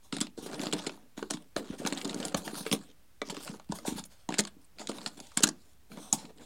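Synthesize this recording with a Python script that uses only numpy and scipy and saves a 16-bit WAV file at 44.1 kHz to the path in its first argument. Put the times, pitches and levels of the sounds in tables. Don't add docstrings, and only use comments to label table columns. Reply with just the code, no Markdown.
import sys
import numpy as np
from scipy import signal
from scipy.fft import rfft, irfft
from scipy.io import wavfile
from scipy.ndimage import uniform_filter1d

SR = 44100
rng = np.random.default_rng(int(sys.argv[2]) if len(sys.argv) > 2 else 0)


def put_to_file(sound):
    columns = np.atleast_2d(sound).T
    safe = np.clip(columns, -1, 1)
    whole_steps = np.round(safe * 32767)
    wavfile.write(sys.argv[1], SR, whole_steps.astype(np.int16))


N = 284445
EVENT_SAMPLES, KNOCK_SAMPLES = 8192, 2048


def undb(db):
    return 10 ** (np.asarray(db) / 20)


def unit_rms(x):
    return x / np.sqrt(np.mean(x ** 2))


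def highpass(x, hz, order=2):
    return signal.sosfilt(signal.butter(order, hz, "high", fs=SR, output="sos"), x)


def ring(x, response):
    return irfft(rfft(x) * response, len(x))


def add(track, start_s, sound, peak_db):
    i = int(start_s * SR)
    n = min(len(sound), N - i)
    track[i:i + n] += undb(peak_db) * sound[:n] / np.max(np.abs(sound))


def resonances(modes, size, extra_db=0, widen=0.82, stretch=0.87, in_phase=False):
    f = np.fft.rfftfreq(size, 1 / SR)[:, None]
    hz, width, db = np.transpose(modes)
    hz, width = hz * stretch, width * widen
    sign = 1 if in_phase else (-1) ** np.arange(len(hz))
    loss = 1j * f * width
    return np.sum(sign * undb(db + extra_db) * loss / (hz ** 2 - f ** 2 + loss), axis=1)


def tuned(modes, hz, db_per_octave, detune):
    mode_hz = np.array(modes)[:, 0]
    nearest = np.argmin(np.abs(np.log2(mode_hz / hz)))
    scatter = detune * rng.standard_normal(len(modes)) * (np.arange(len(modes)) != nearest)
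    octaves = np.abs(np.log2(mode_hz / mode_hz[nearest]))
    return hz / mode_hz[nearest] * (1 + scatter), -db_per_octave * octaves


def grit(size, spread_db):
    return rng.standard_normal(size) * undb(spread_db * np.minimum(rng.exponential(size=size), 5))


def grain_db(level_db, smooth_db=-67):
    return np.clip(1.2 * (smooth_db - level_db), 0.3, 2.7)


def bursts(t, hold_s=0.0011):
    return rng.standard_normal(400)[np.minimum(t / hold_s, 399).astype(int)]


def drift(rate_hz):
    hold = int(SR / rate_hz)
    return 1.67 * uniform_filter1d(np.repeat(rng.standard_normal(N // hold + 1), hold), hold)[:N]


# (frequency [Hz], relative density [dB])
FLOOR_SPECTRUM = [(12, -47.5), (20, -2.5), (32, -24.5), (44, -6.5), (68, -6.5), (98, -10.5), (120, -14.5),
                  (198, -15), (388, -23), (5530, -32.5), (16000, -35)]


def noise_floor(rms_db=-65):
    f = np.fft.rfftfreq(N, 1 / SR) + 1
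    hz, db = np.transpose(FLOOR_SPECTRUM)
    spectrum = undb(np.interp(np.log(f), np.log(hz), db))
    return undb(rms_db) * unit_rms(ring(rng.standard_normal(N), spectrum))


# (frequency [Hz], width [Hz], gain [dB])
EDGE_MODES = [(2140, 1260, -0.5), (3420, 500, 4.5), (4195, 376, 5), (5160, 730, 0), (6920, 600, 4.5),
              (8230, 1060, 1.5), (9670, 510, 2), (10370, 2600, -12.5), (12000, 380, -20.5),
              (15300, 2200, -36.5)]


def edge_response(hz, size, scatter_db, below_db, above_db, detune, widen):
    gain_draw, pitch_draw = rng.standard_normal((2, len(EDGE_MODES)))
    octaves = np.log2(np.array(EDGE_MODES)[:, 0] / hz)
    nearest = np.abs(octaves) == np.min(np.abs(octaves))
    focus_db = np.where(octaves > 0, -above_db, below_db) * octaves + scatter_db * gain_draw * ~nearest
    stretch = np.where(nearest, 2 ** -octaves, 1 + detune * pitch_draw)
    response = resonances(EDGE_MODES, size, focus_db, widen, stretch)
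    cutoff_ratio = np.fft.rfftfreq(size, 1 / SR) / (2.59 * hz)
    return response / (1 - cutoff_ratio ** 2 + 1.3j * cutoff_ratio)


# (frequency [Hz], width [Hz], gain [dB])
FACE_MODES = [(602.4, 66.5, -5), (725, 57, -4), (810, 91, -6.5), (1086, 80, -10), (1448, 145, -12),
              (1810, 860, -19.5)]
# (frequency [Hz], width [Hz], gain [dB])
RASP_BANDS = [(11600, 5000, 18), (15200, 3450, 2)]
# (time [s], edge rms before envelope [dB], length [s], edge pitch [Hz], rasp re edge [dB])
SCUFF_STROKES = [(0.022, -62, 0.088, 6800, -3), (0.12, -41.5, 0.06, 3740, -25),
                 (0.206, -32.5, 0.028, 5300, -17), (0.374, -51, 0.046, 5700, -10),
                 (0.415, -49, 0.06, 5630, -3), (0.457, -44.5, 0.027, 5040, -7),
                 (0.61, -44.5, 0.083, 4300, -30), (0.732, -25.5, 0.0062, 4900, -23),
                 (0.867, -31.5, 0.012, 4830, -37), (1.165, -50, 0.055, 3900, -9),
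                 (1.3, -33, 0.022, 5830, -42), (1.329, -40, 0.028, 4500, -32), (1.56, -43, 0.046, 4000, -5),
                 (1.778, -47.5, 0.04, 5170, -8), (1.859, -36.5, 0.031, 5000, -4),
                 (1.98, -43, 0.01, 3950, -10), (2.045, -32.5, 0.012, 5000, -34),
                 (2.084, -43, 0.045, 4220, -31), (2.225, -49.5, 0.063, 4170, -32),
                 (2.29, -55, .018, 4900, -39), (2.364, -39, 0.031, 5700, -2.5),
                 (2.437, -44.5, 0.065, 4630, -3.5), (2.555, -45, 0.082, 6440, 1.5),
                 (2.657, -46.5, 0.045, 2800, -1), (2.72, -27.5, 0.026, 5400, -4),
                 (3.222, -46, 0.0064, 2540, -27), (3.296, -36, 0.022, 4500, -11),
                 (3.377, -58, 0.13, 4700, -26), (3.484, -46, 0.011, 2900, -22),
                 (3.737, -47, 0.065, 6800, -1.5), (3.853, -37, 0.066, 5760, -5),
                 (3.96, -50, 0.043, 4400, 3.5), (3.977, -40, 0.03, 4400, -22), (4.05, -54, 0.017, 7250, 7),
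                 (4.094, -59.5, 0.086, 4500, -7), (4.173, -65.5, 0.1, 5100, -9.5),
                 (4.29, -50.5, 0.052, 3100, -25), (4.331, -42, 0.034, 3700, -21),
                 (4.378, -40.5, 0.016, 5900, -23), (4.469, -42, 0.016, 4300, -30),
                 (4.786, -44.5, 0.059, 5000, -33), (4.886, -37, 0.023, 5200, -16),
                 (4.92, -53.5, 0.11, 3730, -11), (5.064, -40, 0.024, 4160, -28),
                 (5.168, -50, 0.023, 7500, -11), (5.2, -57, 0.13, 4820, -13), (5.275, -65, 0.056, 4100, -7),
                 (5.325, -59.5, 0.072, 8200, -15), (5.368, -31.5, 0.026, 5300, -24.5),
                 (5.421, -36, 0.019, 6200, -24.5), (5.552, -69, 0.4, 7100, -5),
                 (5.893, -57.5, 0.11, 4200, -2.5), (5.956, -52, 0.22, 6200, -6),
                 (6.033, -66, 0.076, 6000, -25), (6.124, -29.5, 0.032, 7900, -6),
                 (6.158, -48.5, 0.1, 5450, -14), (6.388, -58, 0.14, 3960, -15)]


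def scuffs():
    out, t = np.zeros(N), np.arange(EVENT_SAMPLES) / SR
    rasp = resonances(RASP_BANDS, len(t))
    for start_s, db, length_s, hz, rasp_db in SCUFF_STROKES:
        attack = np.clip(t / (0.36 * length_s), 0, 1)
        release = undb(-60 * np.clip(t - 0.28 * length_s, 0, 1) / (3 * length_s))
        fibres = grit(len(t), grain_db(db)) * undb(1.83 * grain_db(db) * bursts(t))
        edge = edge_response(hz, len(t), scatter_db=1.6, below_db=4.5, above_db=5.0,
                             detune=0.038, widen=0.74)
        gain_draw, pitch_draw = rng.standard_normal((2, len(FACE_MODES)))
        face = resonances(FACE_MODES, len(t), 3.0 * gain_draw, widen=1.86, stretch=1 + 0.083 * pitch_draw)
        stroke = sum(undb(part_db) * unit_rms(ring(fibres, response))
                     for response, part_db in [(edge, 0), (rasp, rasp_db), (face, -4)])
        stroke *= attack * release
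        add(out, start_s, stroke, db + 20 * np.log10(np.max(np.abs(stroke))))
    return out


# (time [s], edge scrape [dB], board rumble [dB])
SLIDE_SEGMENTS = [
    [(0.12, -78.5, -73), (0.2, -64.5, -78), (0.246, -57, -79), (0.33, -78, -73)],
    [(0.37, -59.5, -56.5), (0.49, -55, -47.5), (0.604, -45.5, -39.5), (0.72, -56.5, -46.5)],
    [(0.73, -56.5, -32), (0.784, -46, -40.5), (0.886, -55.5, -50.5), (0.972, -64, -58), (1.07, -87, -61)],
    [(1.17, -61.5, -56), (1.288, -67.5, -79), (1.406, -63.5, -60), (1.48, -88, -69)],
    [(1.56, -68, -39), (1.616, -64.5, -49), (1.666, -56, -59), (1.736, -58, -47), (1.79, -67, -66)],
    [(1.8, -58, -43.5), (1.938, -54.5, -44), (2.064, -58, -46.5), (2.204, -54.5, -44), (2.33, -53.5, -45)],
    [(2.34, -55.5, -49), (2.596, -49.5, -50), (2.674, -51, -65), (2.804, -58.5, -61), (2.92, -74.5, -68)],
    [(3.21, -79, -80), (3.262, -59.5, -81), (3.388, -51.5, -58), (3.562, -61.5, -50.5), (3.65, -73, -84)],
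    [(3.69, -54.5, -70), (3.8, -68, -56.5), (3.878, -52.5, -47), (3.978, -53, -88), (4.06, -73.5, -77)],
    [(4.29, -64, -60), (4.444, -66.5, -73), (4.562, -81, -64.5), (4.66, -73, -78)],
    [(4.76, -67, -66), (4.832, -67, -50.5), (4.976, -56, -49.5), (5.224, -67, -62.5), (5.33, -62, -84.5)],
    [(5.37, -51, -54.5), (5.486, -67, -64.5), (5.606, -66, -68), (5.68, -78, -70)],
    [(5.9, -75, -53.5), (5.96, -70.5, -52), (6.094, -64, -58.5), (6.232, -64.5, -52), (6.31, -78.5, -60.5)],
    [(6.36, -70, -61), (6.418, -75, -50), (6.45, -79, -71)],
]


def slide_levels(times_s, still_db=-90):
    out = np.full((2, len(times_s)), float(still_db))
    for segment in SLIDE_SEGMENTS:
        knots_s, *levels = np.transpose(segment)
        out = np.maximum(out, [np.interp(times_s, knots_s, db, still_db, still_db) for db in levels])
    return out


def drifting_modes(x, modes, swing_db, rate_hz, widen=1.33):
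    out = 0
    for k, (hz, width, db) in enumerate(modes):
        band = signal.lfilter(*signal.iirpeak(hz, hz / width / widen, SR), x)
        out = out + (-1) ** k * undb(db + swing_db * drift(rate_hz)) * band
    return unit_rms(out)


# (frequency [Hz], width [Hz], gain [dB])
BOARD_MODES = [(160, 56, -3), (195, 69, 1), (261.4, 75, 1.5), (326.5, 36, -1), (413.7, 160, -1.5),
               (470, 220, -4)]


def slide(rasp_db=-24, board_share=0.68):
    edge_db, board_db = slide_levels(np.arange(N) / SR)
    face_db = -8.5 + (1 - board_share) * edge_db + board_share * board_db
    rub = grit(N, 4.0) * undb(0.7 * drift(55) + 1.14 * grain_db(edge_db) * drift(160) + 1.8 * drift(500))
    edge = drifting_modes(rub, EDGE_MODES, swing_db=4.0, rate_hz=17, widen=2.23)
    rasp = undb(rasp_db) * drifting_modes(rub, RASP_BANDS, swing_db=3.0, rate_hz=20)
    face = drifting_modes(rub, FACE_MODES, swing_db=4.5, rate_hz=31)
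    even_rub = grit(N, 1.2) * undb(1.3 * drift(45))
    board = drifting_modes(even_rub, BOARD_MODES, swing_db=1.5, rate_hz=25)
    return undb(edge_db) * (edge + rasp) + undb(face_db) * face + undb(board_db) * board


def ticks(per_s=110, centre_hz=4344, threshold_db=-63, face_db=-3, bend_ratio=0.25):
    gap_draw, level_draw, pitch_draw = rng.random((1200, 3)).T
    times_s = np.cumsum(-np.log(1 - gap_draw) / per_s)
    scrape_db = slide_levels(times_s)[0]
    peak_db = scrape_db + 7 - 2 * np.log(1 - level_draw)
    edge_hz = centre_hz * 2 ** (0.9 * (pitch_draw - 0.5))
    rows = np.column_stack([times_s, peak_db, edge_hz])[scrape_db > threshold_db]
    return [(s, db, face_db, hz, bend_ratio * hz) for s, db, hz in rows]


# (time [s], edge peak [dB], face re edge [dB], edge pitch [Hz], bend pitch [Hz])
KNOCKS = [(0.1251, -23.5, -6, 3300, 1300), (0.1444, -48, -13, 3660, 670), (0.1665, -26.5, -6, 4030, 620),
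          (0.184, -31, -9, 4130, 1070), (0.2047, -22, -14, 4740, 2200), (0.2114, -15.5, -25.5, 7540, 880),
          (0.2144, -20.5, -25.5, 3300, 840), (0.2683, -36, -10.5, 2670, 850), (0.3755, -46, -6, 6790, 565),
          (0.4615, -39, 1, 5000, 850), (0.5143, -37, -6, 3890, 750), (0.5427, -31.0, -23.0, 3700, 1320),
          (0.5945, -29, -23, 2320, 2290), (0.615, -26, -17, 3550, 1070), (0.6345, -28, -2.0, 5560, 860),
          (0.6564, -28, -9.0, 4000, 965), (0.6679, -25.5, -3, 4260, 845), (0.7128, -35, -28.0, 3800, 870),
          (0.7257, -19, -13, 5100, 1440), (0.7311, -26, -10, 3200, 1420), (0.7364, -21, -12, 5040, 885),
          (0.7888, -33, -9.0, 3700, 860), (0.8649, -24, -23, 4100, 576), (0.894, -31, -3.5, 2970, 796),
          (0.9742, -50, 0, 4240, 950), (1.1762, -35.5, -3, 4070, 1390), (1.1917, -44.5, 6.5, 4140, 805),
          (1.2266, -34, 6, 3500, 814), (1.3074, -17, -12.0, 6500, 666), (1.3369, -29, -10, 4020, 2300),
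          (1.3704, -39, -2, 4030, 690), (1.5638, -22.5, 1, 3774, 704), (1.73, -50, 4, 3300, 1010),
          (1.85, -28, -3, 3400, 830), (1.8624, -23, -2, 2770, 1105), (1.8726, -18.5, -9.5, 5030, 860),
          (1.902, -35, -13, 3500, 570), (1.9245, -21.5, -6, 4000, 590), (1.9314, -29.5, -18.0, 4120, 610),
          (1.949, -35, -20, 6500, 1020), (1.9739, -24.5, -23, 3280, 2300), (1.985, -33, -13, 6540, 2150),
          (2.0138, -27.5, -29.0, 3370, 720), (2.0526, -29, -4, 3600, 880), (2.076, -33, -11, 7000, 670),
          (2.0946, -24.0, -27.0, 4070, 1060), (2.109, -37, -8, 4220, 590), (2.1298, -31.5, -7.5, 3250, 938),
          (2.1435, -27, -9.0, 6650, 804), (2.188, -42, -10, 7000, 570), (2.2009, -29.5, -6, 5000, 1030),
          (2.2278, -28, -18, 3240, 1430), (2.2513, -19.5, -12, 7000, 590),
          (2.2822, -26.5, -18.0, 5050, 676), (2.3451, -18, -1, 4400, 693), (2.4773, -29, 0, 3060, 935),
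          (2.6643, -24.5, -7.5, 2500, 1614), (2.7142, -17, -14.5, 4370, 714), (2.7267, -16, -26, 3660, 720),
          (2.7484, -31, -9, 3450, 600), (3.2165, -25, 1.5, 4100, 2280), (3.274, -41, -7, 4750, 1170),
          (3.2872, -35, -6, 5920, 573), (3.2984, -26.5, -10, 3330, 1265), (3.3466, -34.5, -5, 4840, 567),
          (3.3667, -29.5, -5.5, 3140, 1140), (3.475, -32, -1, 2657, 1090), (3.5404, -45.5, 5, 3700, 770),
          (3.5972, -42.5, 2.0, 2520, 620), (3.69, -54, 6, 3700, 710), (3.7209, -24.5, -2.5, 5000, 1020),
          (3.7868, -34, -3, 5500, 860), (3.85, -41, 11.5, 5000, 696), (3.8771, -26.5, -10, 4000, 750),
          (3.9926, -31.5, -9.5, 6740, 677), (4.0387, -33, -36, 5100, 776), (4.2896, -24, -1.5, 3794, 659),
          (4.3044, -34.5, 3, 3970, 667), (4.3231, -29.5, -2, 2660, 1560), (4.341, -19.5, -14.5, 3080, 1020),
          (4.372, -43, 5, 3000, 1100), (4.3838, -16.5, -20, 6840, 1580), (4.3899, -11, -20, 6470, 1590),
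          (4.3925, -13, -18, 4060, 900), (4.3956, -12, -18, 6560, 640), (4.4044, -20, -13, 6500, 573),
          (4.437, -37, -13, 5000, 1200), (4.4508, -26, -12.5, 4360, 1360), (4.4742, -37.5, -4, 3960, 1620),
          (4.785, -35, -13, 3300, 600), (4.795, -32, -11.5, 4850, 627), (4.8145, -40.5, 5, 4130, 654),
          (4.8713, -25.0, -27, 4100, 590), (4.8938, -38.5, 8.5, 3200, 854),
          (4.9157, -32.5, -4.0, 4800, 625), (4.984, -34, -2.5, 2600, 600), (5.0145, -35, -9, 3680, 950),
          (5.0609, -21, -9.5, 4050, 1930), (5.075, -30.5, -12, 7300, 1240),
          (5.1904, -42.5, -2.5, 3240, 810), (5.2011, -32, -13.5, 5170, 570),
          (5.268, -40.5, -15.5, 6030, 2300), (5.3727, -8.5, -11.5, 7330, 2270),
          (5.392, -30, -12, 4000, 1500), (5.4051, -26.5, -10, 6900, 1750), (5.4251, -24, -30.5, 4300, 1560),
          (5.4311, -24, -18, 5770, 1580), (5.4331, -9.5, -19, 6800, 1560), (5.436, -6, -16.5, 6850, 1631),
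          (5.4395, -6.5, -12, 6640, 1670), (5.445, -23, -15, 6800, 1500), (5.4705, -22.0, -8, 6800, 710),
          (5.4754, -25, -10, 7000, 580), (5.4884, -18, -14, 6770, 1930), (5.917, -43.5, 4, 2840, 2380),
          (5.9718, -43.5, 0, 3800, 1110), (6.127, -6.5, -26.5, 8160, 1000), (6.252, -40, -8, 3330, 940),
          (6.3747, -50.5, -17.5, 3560, 1510), (6.3824, -47, -23.0, 3150, 580)]


def clicks(chatter_t60_s=0.012, settle_t60_s=0.031, bend_t60_s=0.13, max_bend_width_hz=134):
    out, t = np.zeros(N), np.arange(KNOCK_SAMPLES) / SR
    _, mode_width_hz, mode_db = np.transpose(FACE_MODES)
    face_widen = np.clip(max_bend_width_hz / mode_width_hz, 0.1, 2.2)
    for start_s, db, face_db, hz, bend_hz in list(KNOCKS) + ticks():
        chatter = grit(len(t), 1.0) * np.clip(t / 0.00029, 0, 1) * undb(-60 * t / chatter_t60_s)
        settle_db = -14 + 5.5 * bursts(t) - 60 * t / settle_t60_s
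        settling = grit(len(t), 2.5) * undb(settle_db)
        thinning_db = 5.3 * hz / 4500
        edge = edge_response(hz, len(t), scatter_db=2.5, below_db=thinning_db, above_db=7.0,
                             detune=0.048, widen=1.27)
        add(out, start_s, ring(chatter + settling, edge), db)
        stretch, focus_db = tuned(FACE_MODES, bend_hz, db_per_octave=8, detune=0.066)
        face = resonances(FACE_MODES, len(t), focus_db - 0.68 * mode_db, face_widen, stretch)
        add(out, start_s, ring(chatter * undb(-60 * t / bend_t60_s), face), db + face_db)
    return out


# (time [s], peak [dB], pitch [Hz], t60 before clipping [s])
LANDINGS = [(0.128, -25.5, 244, 0.073), (0.143, -31, 263, 0.046), (0.168, -31, 265, 0.048),
            (0.185, -34, 184, 0.03), (0.212, -22, 248, 0.049), (0.376, -33.5, 392, 0.04),
            (0.384, -29, 308, 0.029), (0.427, -35, 291, 0.043), (0.461, -31.5, 380, 0.045),
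            (0.51, -45, 330, .04), (0.538, -43, 245, .04), (0.572, -43, 270, .04),
            (0.597, -29.5, 252, 0.053), (0.631, -28.5, 373, 0.054), (0.665, -27, 260, 0.037),
            (0.686, -34, 331, 0.032), (0.731, -29, 450, 0.045), (0.736, -23.5, 286, 0.039),
            (0.868, -23.5, 330, 0.068), (1.177, -30.5, 270, 0.073), (1.225, -26, 368.3, 0.088),
            (1.309, -29, 289.6, 0.087), (1.341, -28, 248, 0.09), (1.563, -22, 330, 0.019),
            (1.7, -26.5, 234, 0.022), (1.736, -35.5, 260, 0.044), (1.798, -31, 246, 0.07),
            (1.849, -24, 244, 0.032), (1.865, -32, 270, 0.058), (1.922, -24.5, 274, 0.04),
            (1.973, -34.5, 231, 0.036), (2.05, -25, 252, 0.082), (2.068, -31, 280, 0.08),
            (2.106, -30, 254, 0.053), (2.143, -31, 272, 0.051), (2.16, -26.5, 298, 0.024),
            (2.198, -28, 260, 0.079), (2.256, -33, 192, 0.045), (2.342, -27, 484, 0.067),
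            (2.343, -24, 187, 0.034), (2.47, -32, 289, 0.054), (2.489, -37, 290, .04),
            (2.531, -30, 284, 0.052), (2.568, -45, 200, .04), (2.605, -34, 191, 0.04),
            (2.663, -26, 434, 0.054), (2.714, -22.5, 227, 0.044), (2.729, -20, 211, 0.029),
            (2.735, -22, 450, 0.063), (3.217, -24, 574, 0.049), (3.219, -36, 270, 0.074),
            (3.278, -39, 266, 0.045), (3.296, -35, 190, 0.069), (3.324, -33.5, 380, 0.092),
            (3.371, -33.5, 294, 0.054), (3.494, -31.5, 188, 0.03), (3.544, -39, 366, 0.048),
            (3.695, -25, 192, 0.049), (3.721, -31, 325, 0.059), (3.88, -21, 276, 0.017),
            (3.921, -25, 260, 0.022), (3.954, -33, 202, 0.063), (3.98, -39, 420, .04),
            (3.994, -34, 201, 0.041), (4.289, -24, 254, 0.027), (4.305, -31, 258, 0.04),
            (4.321, -29.5, 255, 0.045), (4.339, -35.5, 278, 0.052), (4.388, -22.5, 400, 0.035),
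            (4.391, -23.5, 208, 0.08), (4.402, -26, 329, 0.077), (4.565, -44.5, 268, 0.069),
            (4.801, -38, 320, 0.058), (4.893, -24, 331, 0.069), (4.988, -44, 188, 0.069),
            (5.065, -34.5, 230, 0.054), (5.177, -41.5, 297, 0.1), (5.207, -39.5, 262, 0.051),
            (5.371, -25.5, 226, 0.062), (5.405, -28.5, 418, 0.084), (5.435, -18, 247, 0.028),
            (5.455, -25.5, 271, 0.096), (5.485, -30.5, 310, 0.02), (5.51, -39, 230, 0.048),
            (5.917, -39, 190, 0.056), (5.973, -40.5, 184, 0.073), (6.128, -28, 206, 0.025),
            (6.142, -30, 229, 0.051), (6.172, -39, 197, 0.047), (6.244, -38.5, 235, 0.072)]


def thumps(push_cycles=1.39):
    out, t = np.zeros(N), np.arange(EVENT_SAMPLES) / SR
    for start_s, db, hz, t60_s in LANDINGS:
        width_hz = np.log(1000) / np.pi / np.clip(t60_s, 0.015, 0.07)
        widen = width_hz / np.array(BOARD_MODES)[:, 1]
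        push = np.sin(2 * np.pi * hz * t) * np.sin(np.pi * np.clip(t * hz / push_cycles, 0, 1))
        stretch, focus_db = tuned(BOARD_MODES, hz, db_per_octave=9.5, detune=0.07)
        board = resonances(BOARD_MODES, len(t), focus_db, widen, stretch, in_phase=True)
        add(out, start_s, ring(push, board), db)
    return out


# (time [s], peak [dB])
BUMPS = [(0.379, -53), (0.429, -61), (1.565, -50), (1.7, -47), (1.906, -66), (2.347, -45), (2.374, -47),
         (3.696, -49), (3.721, -47), (3.879, -53), (3.923, -46.5), (3.952, -56), (3.996, -63), (5.436, -58)]


def jolts(hz=60.2, length_s=0.033):
    out, t = np.zeros(N), np.arange(EVENT_SAMPLES) / SR
    pulse = np.sin(2 * np.pi * hz * t) * np.sin(np.pi * np.clip(t / length_s, 0, 1)) ** 2
    for start_s, db in BUMPS:
        add(out, start_s, pulse, db)
    return out


# (nominal band centre [Hz], t60 [s])
ROOM_DECAY = [(150, 0.33), (400, 0.22), (1000, 0.17), (2500, 0.14), (6000, 0.053), (12000, 0.01)]


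def room(x, build_s=0.0062):
    t = np.arange(SR // 2) / SR
    tail = np.zeros(len(t))
    for hz, t60_s in ROOM_DECAY:
        band = ring(rng.standard_normal(len(t)), resonances([(hz, hz, 0)], len(t)))
        tail += band * undb(-60 * t / t60_s)
    tail *= np.clip(t / build_s, 0, 1)
    return signal.fftconvolve(x, tail / np.sqrt(np.sum(tail ** 2)))[:N]


def scene():
    knocks = clicks()
    direct = knocks + scuffs() + thumps() + slide()
    direct = highpass(direct, hz=125, order=3)
    mid = direct + undb(-17) * room(direct) + jolts() + noise_floor()
    side = undb(-14) * highpass(np.roll(knocks, 40), hz=12000)
    side += undb(-34.5) * highpass(np.roll(knocks, 70), hz=1800)
    return np.array([mid + side, mid - side])


def record(dry):
    dc_offset, top_hz = 0.0015, 15900
    return signal.sosfilt(signal.ellip(8, 0.2, 70, top_hz, fs=SR, output="sos"), dry + dc_offset)


dry = scene()
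out = record(dry)
put_to_file(out)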